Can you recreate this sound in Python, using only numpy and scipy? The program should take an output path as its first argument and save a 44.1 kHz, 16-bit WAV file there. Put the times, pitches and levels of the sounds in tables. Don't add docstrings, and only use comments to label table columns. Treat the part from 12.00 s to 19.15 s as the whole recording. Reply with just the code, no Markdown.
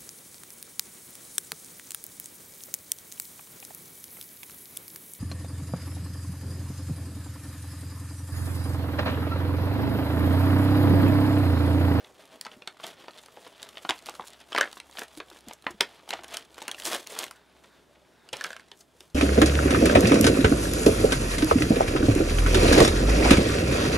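import sys
import numpy as np
from scipy import signal
from scipy.fft import rfft, irfft, next_fast_len
from scipy.io import wavfile
from scipy.ndimage import map_coordinates

SR = 44100
rng = np.random.default_rng(int(sys.argv[2]) if len(sys.argv) > 2 else 0)


def volts_from_decibels(level):
    exponent = np.asarray(level, float) / 20
    return 10 ** exponent


def unload_audio(sound):
    columns = np.transpose(np.atleast_2d(sound))
    steps = np.round(np.clip(columns, -1, 1) * 32767)
    wavfile.write(sys.argv[1], SR, steps.astype(np.int16))


N = 315124

# start_s, energy_db, ring_hz, sizzle_rel_db
EDGES = [(.4117, -38, 4200, 4), (.45, -36, 4630, -8), (.457, -35.5, 890, -11), (.5158, -41.5, 3200, -14),
         (1.6285, -33, 3680, 0), (1.6893, -42.5, 3930, 2), (2.0593, -40, 4160, 4.5),
         (2.5292, -28.5, 3100, -12.5), (2.5778, -15, 1270, -19), (2.6297, -20, 1760, -32),
         (2.646, -54, 1760, 10), (2.8006, -33.5, 2830, -3), (2.971, -32, 3960, -23),
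         (4.6928, -34, 1000, -20), (4.7142, -29, 3270, -1.5), (4.7814, -39.5, 1730, -17),
         (4.799, -34.5, 3210, 1.5), (4.821, -34.5, 3320, -4), (4.8608, -41, 4070, -2),
         (5.0714, -37.5, 4830, 3.5), (5.1895, -38, 4770, 17.5), (5.2328, -31, 3180, -10),
         (5.3105, -36, 1046, 0.5), (6.4102, -26, 1535, -7.5), (6.444, -22.5, 1650, -14),
         (6.505, -30, 1620, -11), (6.5301, -34, 1620, -5), (6.5651, -35, 1575, -6),
         (7.0058, -42.5, 3320, 2.5)]
# start_s, energy_db, ring_hz, sizzle_rel_db
FOLDS = [(.045, -42.5, 3630, -13), (.6745, -26.5, 4030, -7), (1.771, -32, 3500, -23),
         (1.8912, -17.5, 3500, -16), (1.8965, -20, 1020, -5.5), (1.9059, -20.5, 684, -17),
         (2.0945, -36, 1470, 4), (2.1524, -42, 1350, -15), (2.274, -48, 3720, 10),
         (2.5621, -19.5, 1890, -13.5), (2.61, -10.5, 1610, -9.5), (2.7283, -38, 4320, -0.5),
         (2.9851, -30, 1730, -8), (3.4845, -44.5, 3140, 9.5), (3.6661, -22.5, 1018, -37),
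         (3.8075, -10.5, 3470, -4.5), (4.0905, -35.5, 3400, 0), (4.106, -26, 2980, -2.5),
         (4.129, -26, 3100, -31), (4.1343, -25.5, 700, -10), (4.3699, -30.5, 2910, 3),
         (4.6803, -27, 2580, 2), (4.7452, -33, 2700, -11), (4.8528, -36.5, 4770, 13.5),
         (5.2396, -31, 2150, 3), (6.289, -42, 3080, -0.5), (6.3684, -40.5, 2760, 8), (6.4411, -37, 1430, 4),
         (6.5966, -41, 1610, -6.5), (6.716, -38, 3420, -9)]
# start_s, energy_db, ring_hz, sizzle_rel_db
DENTS = [(.4652, -33, 1390, -11), (.621, -39, 2600, -14), (.7992, -39.5, 960, -21), (1.042, -45, 1000, -19),
         (1.082, -33, 890, -21), (1.26, -46, 4800, 1.5), (1.371, -39.5, 603, -55),
         (1.8493, -28.5, 700, -24), (2.0662, -43, 3260, -12), (2.087, -29.5, 1160, -20),
         (2.196, -28.5, 1170, -50), (2.5209, -31.5, 1260, -11), (2.5483, -20.5, 1030, -15),
         (2.5836, -18, 1170, -28), (2.9921, -35.5, 3100, 7.5), (3.0175, -29.5, 1350, -33),
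         (3.0339, -38, 1790, 1), (3.2024, -30.5, 1000, -20), (3.5107, -35.5, 930, -21),
         (3.534, -47.5, 3140, 12.5), (3.8052, -30, 2100, -19), (4.0904, -40, 830, -2),
         (4.19, -36.5, 700, -31), (4.2349, -41.5, 676, 1.5), (4.2426, -39, 730, -4.5),
         (4.281, -53, 1080, 12), (4.5805, -36.5, 1070, -8), (4.6184, -33.5, 834, -4),
         (4.6852, -36, 1050, -26), (5.265, -41, 1940, 0)]
# start_s, energy_db, ring_hz, sizzle_rel_db, pouch_rel_db
RIPS = [(0.8367, -29.5, 3300, -6.5, 1), (1.1848, -41, 3240, -3.5, -18), (1.463, -40, 1030, -13, 0.5),
        (2.621, -28, 1830, -37, -14), (3.706, -44, 920, 6, -11), (4.339, -28.5, 3400, 0, -6.5),
        (4.8688, -27, 870, 3, -17), (4.9184, -31, 2070, -3, -16), (4.9443, -29.5, 3200, 6, 2.5),
        (5.1006, -39.5, 2150, 4.5, -18), (5.1623, -33.5, 1020, -35, -4), (5.359, -54, 2800, 2, -8),
        (5.637, -47, 1360, -5.5, -24), (5.95, -52.5, 2200, -13, -10), (6.329, -24.5, 3130, -3, 0),
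        (6.4545, -34, 1510, -4, 2), (6.806, -52, 4700, 10, -7)]
# start_s, peak_db
TICKS = [(0.1994, -52), (0.3165, -49), (0.7711, -48), (0.88, -40.5), (1.2346, -42), (1.579, -49),
         (1.9892, -37), (2.1508, -35), (2.333, -38), (2.4027, -40.5), (2.775, -37.5), (3.0815, -40),
         (3.174, -35), (3.3007, -37), (3.3882, -42.5), (3.623, -42), (4.449, -44.5), (4.5044, -55),
         (4.544, -38.5), (4.5567, -48), (4.6047, -40), (5.029, -39), (5.1394, -42.5), (6.684, -48.5),
         (7.1008, -51)]
# start_s, energy_db, ring_hz, sizzle_rel_db
FLICKS = [(0.255, -55.5, 3000, 7), (.4222, -61, 4500, 9), (.5395, -48, 3100, -14), (.807, -54, 4500, 5),
          (.834, -39, 3220, -13), (0.8673, -41, 4450, 6.5), (1.0587, -53, 3200, -14),
          (1.1085, -46, 4000, -7), (1.134, -49, 3300, -14), (1.1415, -51, 3800, -13), (1.176, -49, 4000, 1),
          (1.182, -44, 4300, -4.5), (1.598, -45, 2980, -18), (1.619, -46, 4800, 2), (1.756, -45, 2900, -15),
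          (1.781, -37.5, 3380, -10), (1.832, -52, 4500, 3.5), (1.982, -52, 4500, 6),
          (2.024, -56, 4500, 8.5), (2.067, -40.5, 3230, 5), (2.2085, -42, 3500, -13),
          (2.222, -44, 3300, -14), (2.2822, -45.5, 4500, 5.5), (2.304, -54, 4500, 9.5),
          (2.371, -62, 4500, 3), (2.417, -56, 4400, 2), (2.538, -59, 3000, 7.5), (2.7148, -47, 4000, 2),
          (2.7854, -49, 3200, -10), (2.912, -57.5, 4500, 12), (2.926, -48, 3960, -10),
          (3.152, -52, 4500, -8), (3.183, -48, 4800, 6), (3.284, -50, 3500, -10), (3.4078, -60, 4000, 13),
          (3.5275, -56, 4500, 7), (3.650, -56, 3500, 0), (4.137, -29, 3050, -8.5), (4.3135, -47, 3800, 1),
          (4.424, -48, 3200, -8), (4.453, -59, 4500, 5), (4.5875, -38.5, 1470, -8),
          (4.6245, -41.5, 3500, 6.5), (4.836, -42, 4500, 1.5), (4.849, -40, 4700, 6.5),
          (5.067, -41, 2750, -6), (5.281, -42, 3200, -9), (6.4195, -47, 4500, 6), (6.466, -45, 4500, 7),
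          (6.6057, -54, 4030, 0)]
# start_s, energy_db, ring_hz, sizzle_rel_db
CRACKS = [(1.9079, -19, 3420, -9.5), (2.5846, -18.5, 1330, -6.5), (2.6097, -26, 1910, -7),
          (2.986, -34, 2800, -8), (3.202, -34.5, 2600, -13), (4.1074, -25.5, 2940, -13),
          (4.245, -37, 3000, -3), (4.6806, -30.5, 3030, -16), (4.8542, -33, 4800, 9.5),
          (4.864, -36, 4500, 6), (4.9165, -34, 2000, -4), (4.9487, -28.5, 910, -10.5),
          (5.072, -43.5, 4840, 9), (5.1896, -32, 4800, 9.5), (.4122, -37.5, 4500, 9),
          (4.7146, -36.5, 3200, 5), (4.3702, -34, 4530, 5.5), (3.485, -50, 4480, 11),
          (6.4408, -34.5, 4480, 10), (6.7158, -41, 3540, -8)]
# start_s, energy_db, ring_hz
DIMPLES = [(.2515, -54, 1200), (0.769, -49, 1450), (1.2365, -49, 900), (1.2843, -46.5, 1250),
           (1.6608, -48, 1000), (2.1398, -46, 1350), (2.2398, -43.5, 900), (2.7703, -38, 1020),
           (2.896, -48, 1000), (2.954, -45, 750), (3.115, -53, 900), (3.314, -45, 1190),
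           (3.361, -46.5, 1100), (3.642, -46.5, 1200), (3.9985, -49.5, 1200), (3.667, -21.5, 2800),
           (4.077, -44, 900), (4.137, -30.5, 720), (4.685, -36, 900), (5.163, -42.5, 1200),
           (5.125, -46, 2200), (5.206, -41, 2300), (2.6, -29, 750), (2.556, -30.5, 750), (2.64, -30, 1900),
           (2.656, -36.5, 1900), (2.675, -39, 1950), (4.2223, -48, 900), (4.5688, -49, 1000),
           (4.7347, -46, 1200), (5.415, -57, 1100), (5.516, -62, 2300), (6.05, -62, 2350),
           (6.15, -62.5, 2700), (6.62, -55, 1500)]
# freq_hz, density_db
FOIL_COLOUR = [(59, -65), (100, 9.5), (489, -1.5), (1120, -7), (1740, -9), (2390, -10.5), (3080, -9),
               (5340, -13.5), (10100, -16.5), (15700, -26.5)]
# freq_hz, width_hz, level_db
FACES = [(630, 90, -2), (3400, 400, -6)]
# peak_s, rustle_db, swell_s, fade_s, sizzle_rel_db
HAND_STROKES = [(.33, -54.5, 0.069, 0.022, -7), (.53, -50, 0.084, 0.026, -7.5),
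                (.865, -43.5, 0.064, 0.057, -6), (.95, -53, .1, 0.17, -6.5),
                (1.2, -59, 0.14, 0.47, -0.5), (1.43, -50, 0.045, 0.12, -6),
                (1.63, -49.5, 0.11, 0.29, -10), (1.95, -53, .05, 0.27, -3),
                (2.083, -41.5, 0.026, 0.012, -6), (2.3, -53.5, 0.98, 0.24, -3.5),
                (2.598, -39, 0.05, 0.064, -9), (2.78, -51.5, 0.086, 0.011, 1.5),
                (3.0, -42.5, 0.077, 0.042, -2), (1.83, -57.5, 0.037, 0.036, 3),
                (2.14, -55, 0.026, 0.036, -4), (2.28, -56.5, 0.056, 0.019, 7),
                (2.41, -48.5, .015, .03, -8.5), (2.515, -50.5, .035, .01, -6),
                (.21, -57.5, .03, .04, -2), (3.178, -53.5, .008, 0.0091, 8.5),
                (3.19, -57, 0.43, 0.028, -1.5), (3.37, -53.5, 0.17, 0.029, -2.5),
                (3.5, -50, .08, 0.059, -10), (3.69, -53, 0.06, 0.083, -6.5),
                    (3.83, -49, 0.017, 0.15, -7), (4.119, -41, 0.073, 0.055, -11),
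                    (4.352, -38.5, 0.072, 0.052, -8.5), (4.58, -52.5, 0.0078, 0.027, 0),
                    (4.8, -47.5, 0.018, .05, 0), (4.098, -44.5, .012, .012, 5),
                    (4.897, -36.5, .03, .02, -1.5), (4.63, -43.5, 0.042, 0.091, -8),
                    (4.86, -42.5, 0.035, 0.05, 11), (4.932, -27, 0.069, 0.046, -3.5),
                    (5.13, -42, 0.052, 0.12, -8), (5.125, -52, 0.033, 0.031, 8.5),
                    (5.23, -40.5, 0.11, 0.03, -0.5), (6.35, -40.5, 0.0098, 0.11, -10.5),
                    (6.5, -47.5, 0.12, 0.11, -7.5), (6.8, -62, 0.04, 0.033, 8), (7.04, -63, 0.21, 0.1, 1.5)]
# time_s, rustle_db
GRIP = [
    (0, -58),
    (2, -71),
    (4.5, -61),
    (5.4, -69.5),
    (5.64, -60),
    (5.72, -67.5),
    (6.15, -69.5),
    (6.7, -91),
    (7.15, -87),
]
# time_s, level_db
SLIDE = [
    (5.3, -90),
    (5.36, -63),
    (5.52, -63),
    (5.57, -69),
    (5.66, -66),
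    (5.85, -73),
    (6.1, -76),
    (6.2, -69),
    (6.28, -72),
    (6.32, -90),
]
# freq_hz, width_hz, level_db
CRACKER_MODES = [(1000, 200, -4), (1500, 320, 0), (3600, 150, -4)]
# start_s,
# peak_db, pitch_hz
THUMPS = [(0.349, -54, 247), (0.515, -50, 455), (0.564, -48.5, 242), (1.369, -49.5, 520), (1.465, -49, 453),
          (3.666, -29.5, 1020), (3.81, -30, 949), (2.09, -47, 330), (2.2, -47, 362), (1.895, -32, 323),
          (3.172, -37, 297), (3.314, -47.5, 322), (3.47, -39.5, 256), (3.702, -40, 323), (3.74, -46.5, 194),
          (3.806, -31, 398), (4.188, -44.5, 385), (6.24, -58, 853), (6.716, -53, 418), (6.948, -57, 472),
          (7.004, -51, 370)]
# start_s, end_s, start_hz, end_hz, level_db
SQUEAKS = [
    (1.325, 1.375, 11500, 12200, -70),
    (1.47, 1.55, 10500, 10750, -73),
    (1.73, 1.775, 11300, 11600, -72),
    (5.46, 5.51, 11000, 10400, -76),
    (6.05, 6.2, 5600, 5600, -80),
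    (6.64, 6.71, 5600, 5600, -75),
]
# time_s, difference_db
PAN = [
    (0, -.3),
    (3.5, -.2),
    (3.8, -1.2),
    (4.0, -.1),
    (6.2, -.1),
    (6.3, -3),
    (6.6, -3),
    (6.7, -.2),
]
# freq_hz, t60_s
ROOM_DECAY = [(200, 0.14), (1400, .13), (5000, 0.13), (14000, 0.072)]
# freq_hz, level_db
ECHO_COLOUR = [(200, 0.5), (2000, -1), (5000, -7), (14000, -3.5)]
# freq_hz, density_db
HISS_COLOUR = [(15, -48), (25, -18), (64, -14.5), (113, -6.5), (424, -4.5), (472, -11.5), (951, -12.5),
               (5640, -26), (10500, -30), (15700, -39)]
# freq_hz, likeness (0 to 1)
HISS_LIKENESS = [(60, .93), (400, .5), (1700, .72), (4500, .88), (9000, .985)]
# time_s, level_db
HUM = [
    (0, -78),
    (1.1, -80),
    (1.6, -73),
    (4.1, -68),
    (5, -72),
    (7.14, -72),
]


def unit(x):
    return x / np.sqrt(np.mean(x ** 2, axis=-1, keepdims=True) + 1e-20)


def along(points, hz):
    f, v = np.transpose(points)
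    return np.interp(np.log(hz + 1), np.log(f + 1), v)


def automation(points):
    s, v = np.transpose(points)
    return np.interp(np.arange(N) / SR, s, v)


def wobble(rate):
    knots = rng.standard_normal(int(N * rate / SR) + 4)
    return map_coordinates(knots, [np.arange(N) * rate / SR])


def filtered(x, response):
    m = next_fast_len(x.shape[-1] + 2048)
    return irfft(rfft(x, m) * response(np.fft.rfftfreq(m, 1 / SR)), m)[..., :x.shape[-1]]


def softened(x, corner_hz):
    return filtered(x, lambda f: 1 / np.sqrt(1 + (f / corner_hz) ** 4))


def resonances(modes):
    return lambda f: sum(volts_from_decibels(db) * 1j * f * w / (c * c - f * f + 1j * f * w) for c, w, db in modes)


def laid(pieces, starts):
    line = np.zeros(pieces.shape[1:-1] + (N + 2 * SR,))
    for piece, start in zip(pieces, starts):
        line[..., start:start + piece.shape[-1]] += piece
    return line[..., :N]


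def registers(x):
    low = lambda hz: 1 / (1 + (hz / 900) ** 4)
    high = lambda hz: 1 - 1 / (1 + (hz / 5000) ** 6)
    middle = lambda hz: 1 - low(hz) - high(hz)
    pouch = lambda hz: low(hz) * hz ** 2 / (hz ** 2 + 330 ** 2)
    colour = lambda hz: volts_from_decibels(along(FOIL_COLOUR, hz))
    return [unit(filtered(x, lambda hz: colour(hz) * share(hz))) for share in (middle, pouch, high)]


def creases():
    rows = [(*row, -19, 4.23) for row in EDGES]
    rows += [(*row, -9, 4.63) for row in FOLDS]
    rows += [(*row, 0, 5) for row in DENTS]
    rows += [(*row, 27) for row in RIPS]
    rows += [(s, peak_db - 8.5, 3980, 1.5, -19, 4.4) for s, peak_db in TICKS]
    return np.transpose(rows)[:, :, None]


def fine_creases():
    rows = [(*row, -19, 2.7) for row in FLICKS]
    rows += [(*row, -19, 1.1) for row in CRACKS]
    rows += [(*row, -30, 0, 3.4) for row in DIMPLES]
    return np.transpose(rows)[:, :, None]


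def snaps(columns, ring_db=0, far_ring_db=-6, face_db=6.5, sharpness=6.5, spiky_db=2.4, aside_s=6.25):
    s, db, ring_hz, sizzle_db, pouch_db, ms = columns
    t = np.arange(1536) / SR
    u = t / (np.clip(ms, .5, 16) / 1000)
    lead = ((0, 0), (128, 0))
    cracks = rng.standard_normal((len(s), len(t)))
    cracks = cracks * volts_from_decibels(np.minimum(spiky_db * rng.exponential(1, cracks.shape), 8))
    cascade = cracks * u ** 0.47 * np.exp(-2.2 * u * u)
    mid, low, high = registers(np.pad(cascade, lead))
    facet = lambda f: 1j * f / (ring_hz ** 2 - f ** 2 + 1j * f * ring_hz / sharpness)
    on_face = np.abs(ring_hz - 1680) < 190
    ring = volts_from_decibels(face_db * on_face) * unit(filtered(mid, facet))
    blunt_db = np.minimum(sizzle_db, 0)
    mid = unit(softened(mid, 16000 * volts_from_decibels(0.5 * blunt_db)))
    high = high * np.pad(np.exp(-2.4 * u), lead, 'edge')
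    high = unit(softened(high, 13000 * volts_from_decibels(0.61 * blunt_db - 4.8 * (s > aside_s))))
    near = unit(mid + volts_from_decibels(ring_db) * ring)
    far = unit(mid + volts_from_decibels(np.where(on_face, ring_db, far_ring_db)) * ring)
    rest = volts_from_decibels(pouch_db - 4.5) * low + volts_from_decibels(sizzle_db - 3.5) * high
    bursts = volts_from_decibels(db - 14.5) * (near + rest)
    sent = volts_from_decibels(db - 14.5) * (far + rest)
    starts = np.maximum(np.round(s[:, 0] * SR).astype(int) - 140, 0)
    return laid(bursts, starts), laid(room(sent, gap=0.00089), starts)


def handling():
    now = np.arange(N) / SR
    coarse = now[::64]
    power = volts_from_decibels(automation(GRIP) + np.array([[0], [1], [-6.5]]))[:, ::64] ** 2
    power[1] += volts_from_decibels(-68.5) ** 2
    for s, db, swell, fade, sizzle_db in HAND_STROKES:
        away = np.maximum((s - coarse) / abs(swell), (coarse - s) / abs(fade))
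        power += volts_from_decibels(db - 12 * away + np.array([[0], [-3.5], [sizzle_db]])) ** 2
    return [np.interp(now, coarse, 10 * np.log10(p)) for p in power]


def rustle(per_second=1700, spread_db=10.0, own_db=6, life_s=0.0016, bed=0.052):
    levels = handling()
    effort = np.clip((levels[0] + 72) / 22, 0, 1)
    crackles = rng.random(N) < per_second * volts_from_decibels(2.2 * wobble(25)) / SR
    sizes_db = np.minimum(spread_db * rng.exponential(1, N), 13) + own_db * rng.standard_normal((3, N))
    gates = signal.lfilter([1], [1, -np.exp(-1 / (life_s * SR))], crackles * volts_from_decibels(sizes_db))
    share = effort / (effort + bed)
    mix = np.sqrt(share) * unit(gates) + np.sqrt(1 - share)
    noise = rng.standard_normal(N)
    bands = registers(noise + filtered(noise, resonances(FACES)))
    direct = sum(volts_from_decibels(db - 6.5 + 1.76 * wobble(30)) * gate * x for db, gate, x in zip(levels, mix, bands))
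    pieces = np.pad(direct, (0, -N % 8192)).reshape(-1, 8192)
    return direct, laid(room(pieces, gap=0.0029), np.arange(len(pieces)) * 8192)


def crackers():
    whisper = unit(filtered(rng.standard_normal(N), resonances(CRACKER_MODES)))
    return volts_from_decibels(automation(SLIDE) + 3.9 * wobble(12)) * whisper


def packet_thumps(t60_s=.085, rise_s=.004):
    landing = (6.33, -47.5, 146)
    s, db, hz = np.transpose(THUMPS + [landing])[:, :, None]
    t = np.arange(SR // 5) / SR
    stray = np.cumsum(rng.standard_normal((len(s), len(t))), axis=1) * .065
    envelope = volts_from_decibels(db + 5.0 - 60 * t / t60_s) * (1 - np.exp(-t / rise_s))
    pushes = envelope * np.sin(2 * np.pi * hz * t + stray)
    return laid(pushes, np.round(s[:, 0] * SR).astype(int))


def finger_squeaks():
    line, now, waver = np.zeros(N), np.arange(N) / SR, wobble(60)
    for start, end, first_hz, last_hz, db in SQUEAKS:
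        way = np.clip((now - start) / (end - start), 0, 1)
        pitch_hz = first_hz + (last_hz - first_hz) * np.sqrt(way) + 25 * waver
        swell = np.abs(np.sin(np.pi * way)) ** 0.4 * (way < 1)
        line += volts_from_decibels(db + 2.5 * waver) * swell * np.sin(2 * np.pi * np.cumsum(pitch_hz) / SR)
    return line


def room(bursts, gap):
    noise = rng.standard_normal((len(bursts), 2, SR // 7))
    hz, t, z = signal.stft(noise, SR, nperseg=128)
    fade = volts_from_decibels(along(ECHO_COLOUR, hz)[:, None] - 60 * t / along(ROOM_DECAY, hz)[:, None])
    tails = signal.istft(z * fade, SR, nperseg=128)[1]
    build_up = 1 - np.exp(-(np.arange(tails.shape[-1]) / SR / gap) ** 2)
    return signal.fftconvolve(bursts[:, None], tails * build_up / 20, axes=2)


def heard(direct, tails, wet_db, side_db, ports_db):
    mid = filtered(direct + volts_from_decibels(wet_db) * tails[0], lambda hz: hz ** 4 / (hz ** 4 + 190 ** 4))
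    treble = filtered(mid, lambda hz: hz ** 2 / (hz ** 2 + 2500 ** 2))
    scatter = rng.standard_normal(64) * np.exp(-np.arange(64) / 5) / 1.39
    side = volts_from_decibels(wet_db + side_db) * tails[1]
    side = side + volts_from_decibels(ports_db + 5.7 * wobble(9)) * np.convolve(treble, scatter)[:N]
    side = side + np.tanh((automation(PAN) - .6) / 17.4) * treble
    return np.array([mid + side, mid - side])


def machine_hum(hum_hz=66):
    phase = 2 * np.pi * np.cumsum(hum_hz + 2.2 * wobble(9.9)) / SR
    return volts_from_decibels(automation(HUM) - .5 + 3 * wobble(13)) * np.sin(phase)


def room_tone(level_db=-64):
    turn = lambda hz: np.arccos(np.clip(along(HISS_LIKENESS, hz), -1, 1)) / 2
    shares = lambda hz: np.array([np.cos(turn(hz)), np.sin(turn(hz))])
    pair = rng.standard_normal((2, N))
    mid, side = filtered(pair, lambda hz: volts_from_decibels(along(HISS_COLOUR, hz)) * shares(hz))
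    hum = machine_hum()
    hiss = volts_from_decibels(level_db) * volts_from_decibels(wobble(7.9)) * unit(np.array([mid + side, mid - side]))
    return hiss + hum


def scene():
    large_snaps = heard(*snaps(creases()), wet_db=-4, side_db=-22.0, ports_db=-26.5)
    rustling = heard(*rustle(), wet_db=-4.0, side_db=-27.5, ports_db=-22.5)
    rest = crackers() + packet_thumps() + finger_squeaks() + room_tone()
    fine_snaps = heard(*snaps(fine_creases()), wet_db=-6, side_db=-22, ports_db=-23)
    return large_snaps + rustling + rest + fine_snaps


def band_limit(x):
    return signal.sosfilt(signal.butter(12, 16640, fs=SR, output="sos"), x)


def record(dry):
    mix = filtered(dry, lambda hz: np.where(hz < 15750, 1, volts_from_decibels(-29.5)))
    return band_limit(mix)


dry = scene()
out = record(dry)
unload_audio(out)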